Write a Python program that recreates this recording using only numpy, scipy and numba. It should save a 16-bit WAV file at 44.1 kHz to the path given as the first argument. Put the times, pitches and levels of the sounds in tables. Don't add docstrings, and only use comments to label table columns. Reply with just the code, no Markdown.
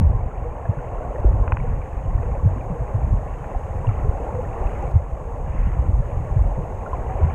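import sys
import numpy as np
from scipy import signal
from scipy.fft import rfft, irfft, next_fast_len
from scipy.io import wavfile
from scipy.ndimage import uniform_filter1d
from numba import njit

SR = 44100
rng = np.random.default_rng(int(sys.argv[2]) if len(sys.argv) > 2 else 0)


def dump(signal):
    limited = np.clip(np.atleast_2d(signal).T, -1, 1)
    pcm = np.round(limited * 32767).astype(np.int16)
    wavfile.write(sys.argv[1], SR, pcm)


def gain_from_db(level_db):
    decades = np.asarray(level_db, float) / 20
    return 10 ** decades


N = 323694

# (time [s], level [dB])
GAIN = [
    (0, -70),
    (1.19, -66),
    (1.21, -67),
    (3, -65),
    (4.91, -63),
    (4.93, -67),
    (5.6, -65),
    (7.34, -64),
]
# (time [s], level [dB])
WATER = [(0.0, -35), (0.31, -37), (0.75, -34.5), (1.31, -33.5), (1.92, -35.5), (2.27, -36), (2.82, -34),
         (3.31, -36.5), (3.9, -34.5), (4.4, -32), (4.85, -34), (4.93, -38), (5.5, -38.5), (6.15, -33.5),
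         (6.66, -35.5), (7.0, -32), (7.34, -34)]


def unit(x):
    return x / np.sqrt(np.mean(x ** 2))


def curve(table, column):
    rows = np.array(table)
    return np.interp(np.arange(N) / SR, rows[:, 0], rows[:, column])


def bumps(table, half_s):
    t = np.arange(N) / SR
    return sum(db * np.exp(-((t - s) / half_s) ** 2) for s, db in table)


def walk(rate_hz):
    hold = int(SR / rate_hz)
    steps = np.repeat(rng.standard_normal(N // hold + 1), hold)
    return unit(uniform_filter1d(uniform_filter1d(steps, hold), hold)[:N])


def colour(x, spectrum):
    hz, db = np.transpose(spectrum)
    size = next_fast_len(N)
    log_hz = np.log(np.fft.rfftfreq(size, 1 / SR) + 1)
    shape_db = np.interp(log_hz, np.log(hz), db, left=-90, right=-90)
    return irfft(rfft(x, size) * gain_from_db(shape_db), size)[:N]


def resonance(x, hz, width_hz):
    return signal.lfilter(*signal.iirpeak(hz, hz / width_hz, fs=SR), x)


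@njit
def grains(start, size, hz, cycles, phase, rise, glide):
    out = np.zeros(N)
    for g in range(len(start)):
        length = cycles[g] * SR / hz[g]
        p = phase[g]
        for i in range(min(int(3 * length), N - start[g])):
            u = i / (rise * length)
            if u < 1:
                swell = np.sin(np.pi / 2 * u) ** 2
            else:
                swell = np.exp(-((u - 1) * rise / (1 - rise)) ** 1.5 * 2)
            p += 2 * np.pi * hz[g] * (1 + glide * i / length) / SR
            out[start[g] + i] += size[g] * swell * np.sin(p)
    return out


def played(table, trim_db, rise, glide, length_ms=None, cycles=None):
    s, db, hz, *own_ms = np.transpose(table)
    if cycles is None:
        cycles = hz * (own_ms[0] if own_ms else length_ms) / 1000
    phase = rng.uniform(0, 2 * np.pi, len(s))
    return grains((s * SR).astype(np.int64), gain_from_db(db + trim_db), hz, cycles + 0 * hz, phase, rise, glide)


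def cloud(count, low_hz, high_hz, cycles, scatter_db, rise, glide):
    when, pitch, luck, phase, long = rng.random((count, 5)).T
    hz = low_hz * (high_hz / low_hz) ** pitch
    size = hz * gain_from_db(np.minimum(-scatter_db * np.log(1 - luck), 4 * scatter_db))
    start = (when * N).astype(np.int64)
    return grains(start, size, hz, cycles * (.5 + long), 2 * np.pi * phase, rise, glide)


def buffeting():
    # (time [s], level [dB])
    flow = [(0.1, -20.5), (0.3, -30), (0.88, -33.5), (1.38, -22.5), (1.98, -32), (2.12, -25), (2.77, -27.5),
            (2.99, -22), (3.4, -31.5), (4.03, -26.5), (4.41, -28.5), (4.81, -26), (5.17, -34.5),
            (5.81, -20.5), (6.06, -30.5), (6.32, -22.5), (6.8, -32.5), (7.1, -26)]
    # (time [s], level change [dB])
    lulls = [
        (0.58, -8),
        (1.86, -5),
        (2.87, -9),
        (4.26, -5),
        (5.4, -2.5),
        (6.56, -2.5),
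    ]
    # (frequency [Hz], level per Hz [dB])
    eddy_spectrum = [(8.8, -36), (15, -6), (43, 1), (94, -4), (122, -6.5), (210, -21), (286, -27.5),
                     (330, -24), (430, -55), (730, -120)]
    # (onset [s], peak [dB], frequency [Hz])
    pushes = [(0.253, -11.5, 46.3), (0.685, -6, 102), (1.189, -15.5, 80), (1.41, -11, 75.5),
              (1.47, -8, 56.5), (1.518, -14, 63), (1.683, -11.5, 47.4), (1.959, -14.5, 59.5),
              (2.07, -10.5, 45.8), (2.142, -8, 70), (2.7, -18.5, 66.6), (2.801, -15.5, 119),
              (2.943, -10.5, 103), (3.033, -11.5, 62.4), (3.551, -13, 45.4), (4.081, -5.5, 52.7),
              (4.339, -17, 80), (4.602, -12, 45.8), (4.647, -8, 46), (5.121, -12.5, 45.8),
              (5.65, -8.5, 53.5), (5.782, -7, 75), (5.877, -10, 56.5), (5.985, -8.5, 45.5),
              (6.16, -14, 94.4), (6.356, -6.5, 103), (6.404, -7, 69.6), (6.921, -15, 71.4), (7.14, -14, 60),
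              (7.224, -7, 60.4)]
    # (onset [s], peak [dB], frequency [Hz])
    slaps = [(0.127, -20, 94), (0.189, -15, 97.5), (0.767, -20, 135), (1.72, -17, 105), (1.788, -21, 98),
             (2.455, -4, 99.4), (2.71, -18.5, 148), (3.119, -13, 101), (3.88, -11.5, 108),
             (4.482, -21.5, 95), (4.947, -4, 98.7), (5.669, -13, 97.7), (5.888, -11.5, 94),
             (5.987, -13, 122), (6.299, -16.5, 122), (6.571, -17, 134), (7.239, -13, 137)]
    # (onset [s], peak [dB], frequency [Hz])
    rolls = [(0.022, -5, 80.2), (0.06, -12, 55.6), (1.248, -2.5, 52.4), (1.359, -9, 46.5),
             (2.43, -7.5, 66.6), (2.49, -15.5, 94.8), (3.102, -12, 46.3), (3.863, -11, 102.7),
             (4.937, -11, 77), (5.581, -10.5, 37.7), (5.829, -14.5, 75.6), (5.929, -8.5, 51.7),
             (6.38, -10.5, 53), (6.447, -9, 43.1), (7.207, -10.5, 82.7), (7.269, -16, 76.8)]
    small = cloud(count=2200, low_hz=17.8, high_hz=328.0, cycles=2.05, scatter_db=0.3, rise=0.37, glide=0.015)
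    level_db = curve(flow, 1) + bumps(lulls, half_s=0.046) + 2.34 + 1.5 * walk(7.2)
    bed = unit(colour(small, eddy_spectrum)) * gain_from_db(level_db)
    opening_db, opening_s = -11.5, 0.0031
    bed -= gain_from_db(opening_db) * np.exp(-np.arange(N) / SR / opening_s)
    strong = played(pushes, -1.5, rise=0.46, glide=0.001, length_ms=30)
    strong += played(slaps, -1.1, rise=0.31, glide=0.001, length_ms=35.2)
    strong += played(rolls, -2.3, rise=0.1, glide=-0.013, length_ms=85.5)
    return bed + strong


def fizz_level():
    # (time [s], lift [dB])
    puffs = [
        (1.68, 2.5),
        (2.27, 3),
        (3.4, 2),
        (3.88, 3.5),
        (4.3, 2.5),
        (4.74, 4.5),
        (5.64, 7),
        (7.3, 4.5),
    ]
    wash_db, fizz_db = -35, -53.5
    follow_db_per_db = 0.37
    return fizz_db + follow_db_per_db * (curve(WATER, 1) - wash_db) + bumps(puffs, half_s=0.15)


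def wash():
    # (frequency [Hz], level per Hz [dB])
    wash_spectrum = [(120, -33), (200, -9), (288, -9), (387, -5.5), (498, -0.5), (677, -3.5), (804, -3),
                     (975, -8), (1090, -7.5), (1240, -17.5), (1370, -17.5), (1500, -20.5), (1850, -21.5),
                     (2720, -29), (3050, -37), (3960, -71.5), (6710, -120)]
    far = unit(cloud(count=14000, low_hz=188.9, high_hz=4353.0, cycles=14.4, scatter_db=2.5, rise=0.28, glide=0.054))
    blur_filter = signal.butter(2, 4300, fs=SR, output="sos")
    blur = unit(signal.sosfilt(blur_filter, rng.standard_normal(N)))
    water = colour(far + blur, wash_spectrum)
    split_hz = 1250
    low = signal.sosfiltfilt(signal.butter(3, split_hz, "low", fs=SR, output="sos"), water)
    high = signal.sosfiltfilt(signal.butter(3, split_hz, "high", fs=SR, output="sos"), water)
    body = unit(low) * gain_from_db(curve(WATER, 1) - 0.62 + 1.16 * walk(13))
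    fizz = unit(high) * gain_from_db(fizz_level() + 1.17 + .9 * walk(11))
    return body + fizz


def hiss():
    # (frequency [Hz], level per Hz [dB])
    hiss_spectrum = [(2600, -46.5), (3300, -11), (4300, -18.5), (5700, -15.5), (6150, -11.5), (6490, 0),
                     (7000, -7.5), (8700, -11), (10300, -19), (11900, -16.5), (13500, -20), (14700, -30.5)]
    return unit(colour(rng.standard_normal(N), hiss_spectrum)) * gain_from_db(curve(GAIN, 1))


def bubbles():
    # (onset [s], peak [dB], frequency [Hz])
    gulps = [(0.009, -13.5, 195), (0.696, -18.5, 157), (2.444, -16, 167), (2.559, -23, 240),
             (2.699, -17.5, 166.5), (3.133, -20, 164), (4.951, -20.5, 161), (5.667, -16.5, 163),
             (5.888, -24, 214), (5.988, -19.5, 167), (6.583, -16.5, 163)]
    # (onset [s], peak [dB], frequency [Hz], length [ms])
    large = [(0.373, -29, 706, 30), (0.446, -24.5, 481, 58), (0.653, -23, 670, 15), (1.149, -21, 516, 15),
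             (1.181, -24, 578, 32), (1.244, -12.5, 365, 9.5), (1.282, -25, 444, 13), (1.639, -26, 483, 32),
             (2.229, -22.5, 480, 20), (2.349, -22.5, 547, 28), (2.749, -24.5, 478, 40),
             (3.515, -32.5, 1040, 9.4), (3.547, -21.5, 747, 15), (3.844, -23.5, 967, 16),
             (4.046, -25.5, 412, 43), (4.11, -20.5, 510, 10), (4.2, -21.5, 456, 11), (4.349, -23, 498, 42),
             (4.386, -16.5, 502, 30), (4.629, -25, 795, 35), (4.822, -25.5, 800, 36), (6.269, -29, 586, 38),
             (6.513, -23.5, 746, 13), (6.93, -17, 1023, 16), (6.944, -23, 717, 24), (7.089, -27, 754, 72),
             (7.2, -23, 390, 14), (7.219, -28, 982, 58), (7.283, -24, 764, 29)]
    # (onset [s], peak [dB], frequency [Hz])
    tiny = [(0.3134, -37, 1330), (0.653, -33.5, 1680), (0.788, -35.5, 1460), (1.0304, -35, 1470),
            (1.1578, -34.5, 1850), (1.6008, -35, 2250), (1.8168, -37, 2330), (2.2303, -36, 1340),
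            (2.3494, -47, 2030), (2.5721, -45, 2310), (2.61, -38, 2380), (3.4428, -38, 1810),
            (3.869, -34.5, 2750), (3.8891, -30, 1320), (3.8901, -34.5, 2270), (3.9394, -39, 1310),
            (4.039, -38, 1370), (4.2507, -42, 1290), (4.45, -36, 1780), (4.6698, -36, 2570),
            (4.7501, -40, 2470), (6.862, -26.5, 1380), (7.0823, -40, 1960), (7.2993, -35, 2240)]
    out = played(gulps, -2.5, rise=0.16, glide=0.013, length_ms=25.6)
    out += played(large, -2.5, rise=0.16, glide=0.013)
    out += played(tiny, -3.7, rise=0.09, glide=0.0097, cycles=20)
    return out


def ticks():
    # (time [s], peak [dB], share that rings the port [0-1])
    tick_events = [
        (1.2015, -44, .05),
        (4.70, -53, .05),
        (4.8245, -47, .6),
        (4.88, -53, .05),
        (4.9146, -43, .05),
    ]
    port_hz, port_width_hz = 6490, 300
    step = signal.sosfilt(signal.butter(2, 2600, "high", fs=SR, output="sos"), np.ones(400))
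    ring = resonance(step, port_hz, port_width_hz)
    out = np.zeros(N)
    for s, db, share in tick_events:
        tick = (1 - share) * step + share * ring / np.abs(ring).max()
        start = int(s * SR)
        out[start:start + 400] += gain_from_db(db + 6) * tick
    return out


def knocks():
    # (time [s], peak [dB])
    blows = [
        (1.241, -32),
        (1.4775, -18),
        (1.5207, -10),
        (1.5695, -17.5),
        (2.230, -27),
        (2.581, -31),
        (3.442, -31),
    ]
    # (frequency [Hz], width [Hz], level [dB])
    wall_modes = [(607, 300, 1), (1050, 510, 8), (1570, 660, 5.5), (2020, 550, 1.5), (2510, 450, -3.5)]
    bounce_s, rattle_s = .002, 0.0021
    rattle = np.exp(-(np.arange(600) / SR / rattle_s) ** 2)
    muffle = signal.cheby1(4, 1, 2800, fs=SR, output="sos")
    out = np.zeros(N)
    for s, db in blows:
        push = rattle * rng.standard_normal(600)
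        push[[12, 12 + int(bounce_s * SR)]] += 22., 9.
        ring = np.zeros(600)
        for k, (hz, width_hz, mode_db) in enumerate(wall_modes):
            ring += (-1) ** k * gain_from_db(mode_db) * resonance(push, hz, width_hz)
        ring = signal.sosfilt(muffle, ring)
        start = int(s * SR)
        out[start:start + 600] += gain_from_db(db) * ring / np.abs(ring).max()
    return out


def scene():
    return (buffeting() + wash() + hiss() + bubbles() + ticks() + knocks())[None]


def drop_faint(x):
    faintest_db, treble_hz = -102.5, 3200
    hz, s, z = signal.stft(x, SR, nperseg=2048)
    power = uniform_filter1d(np.abs(z) ** 2, size=5, axis=0)
    frames = np.minimum(s * SR, N - 1).astype(int)
    limit_db = faintest_db + .75 * (curve(GAIN, 1) + 66) + .8 * walk(18)
    keep = (power > gain_from_db(2 * limit_db[frames])) | (hz[:, None] < treble_hz)
    return signal.istft(z * keep, SR, nperseg=2048)[1][:N]


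def top_cut(x):
    return signal.sosfilt(signal.butter(12, 14400, fs=SR, output="sos"), x)


def record(dry):
    mix = drop_faint(dry[0])[None]
    return top_cut(mix)


dry = scene()
out = record(dry)
dump(out)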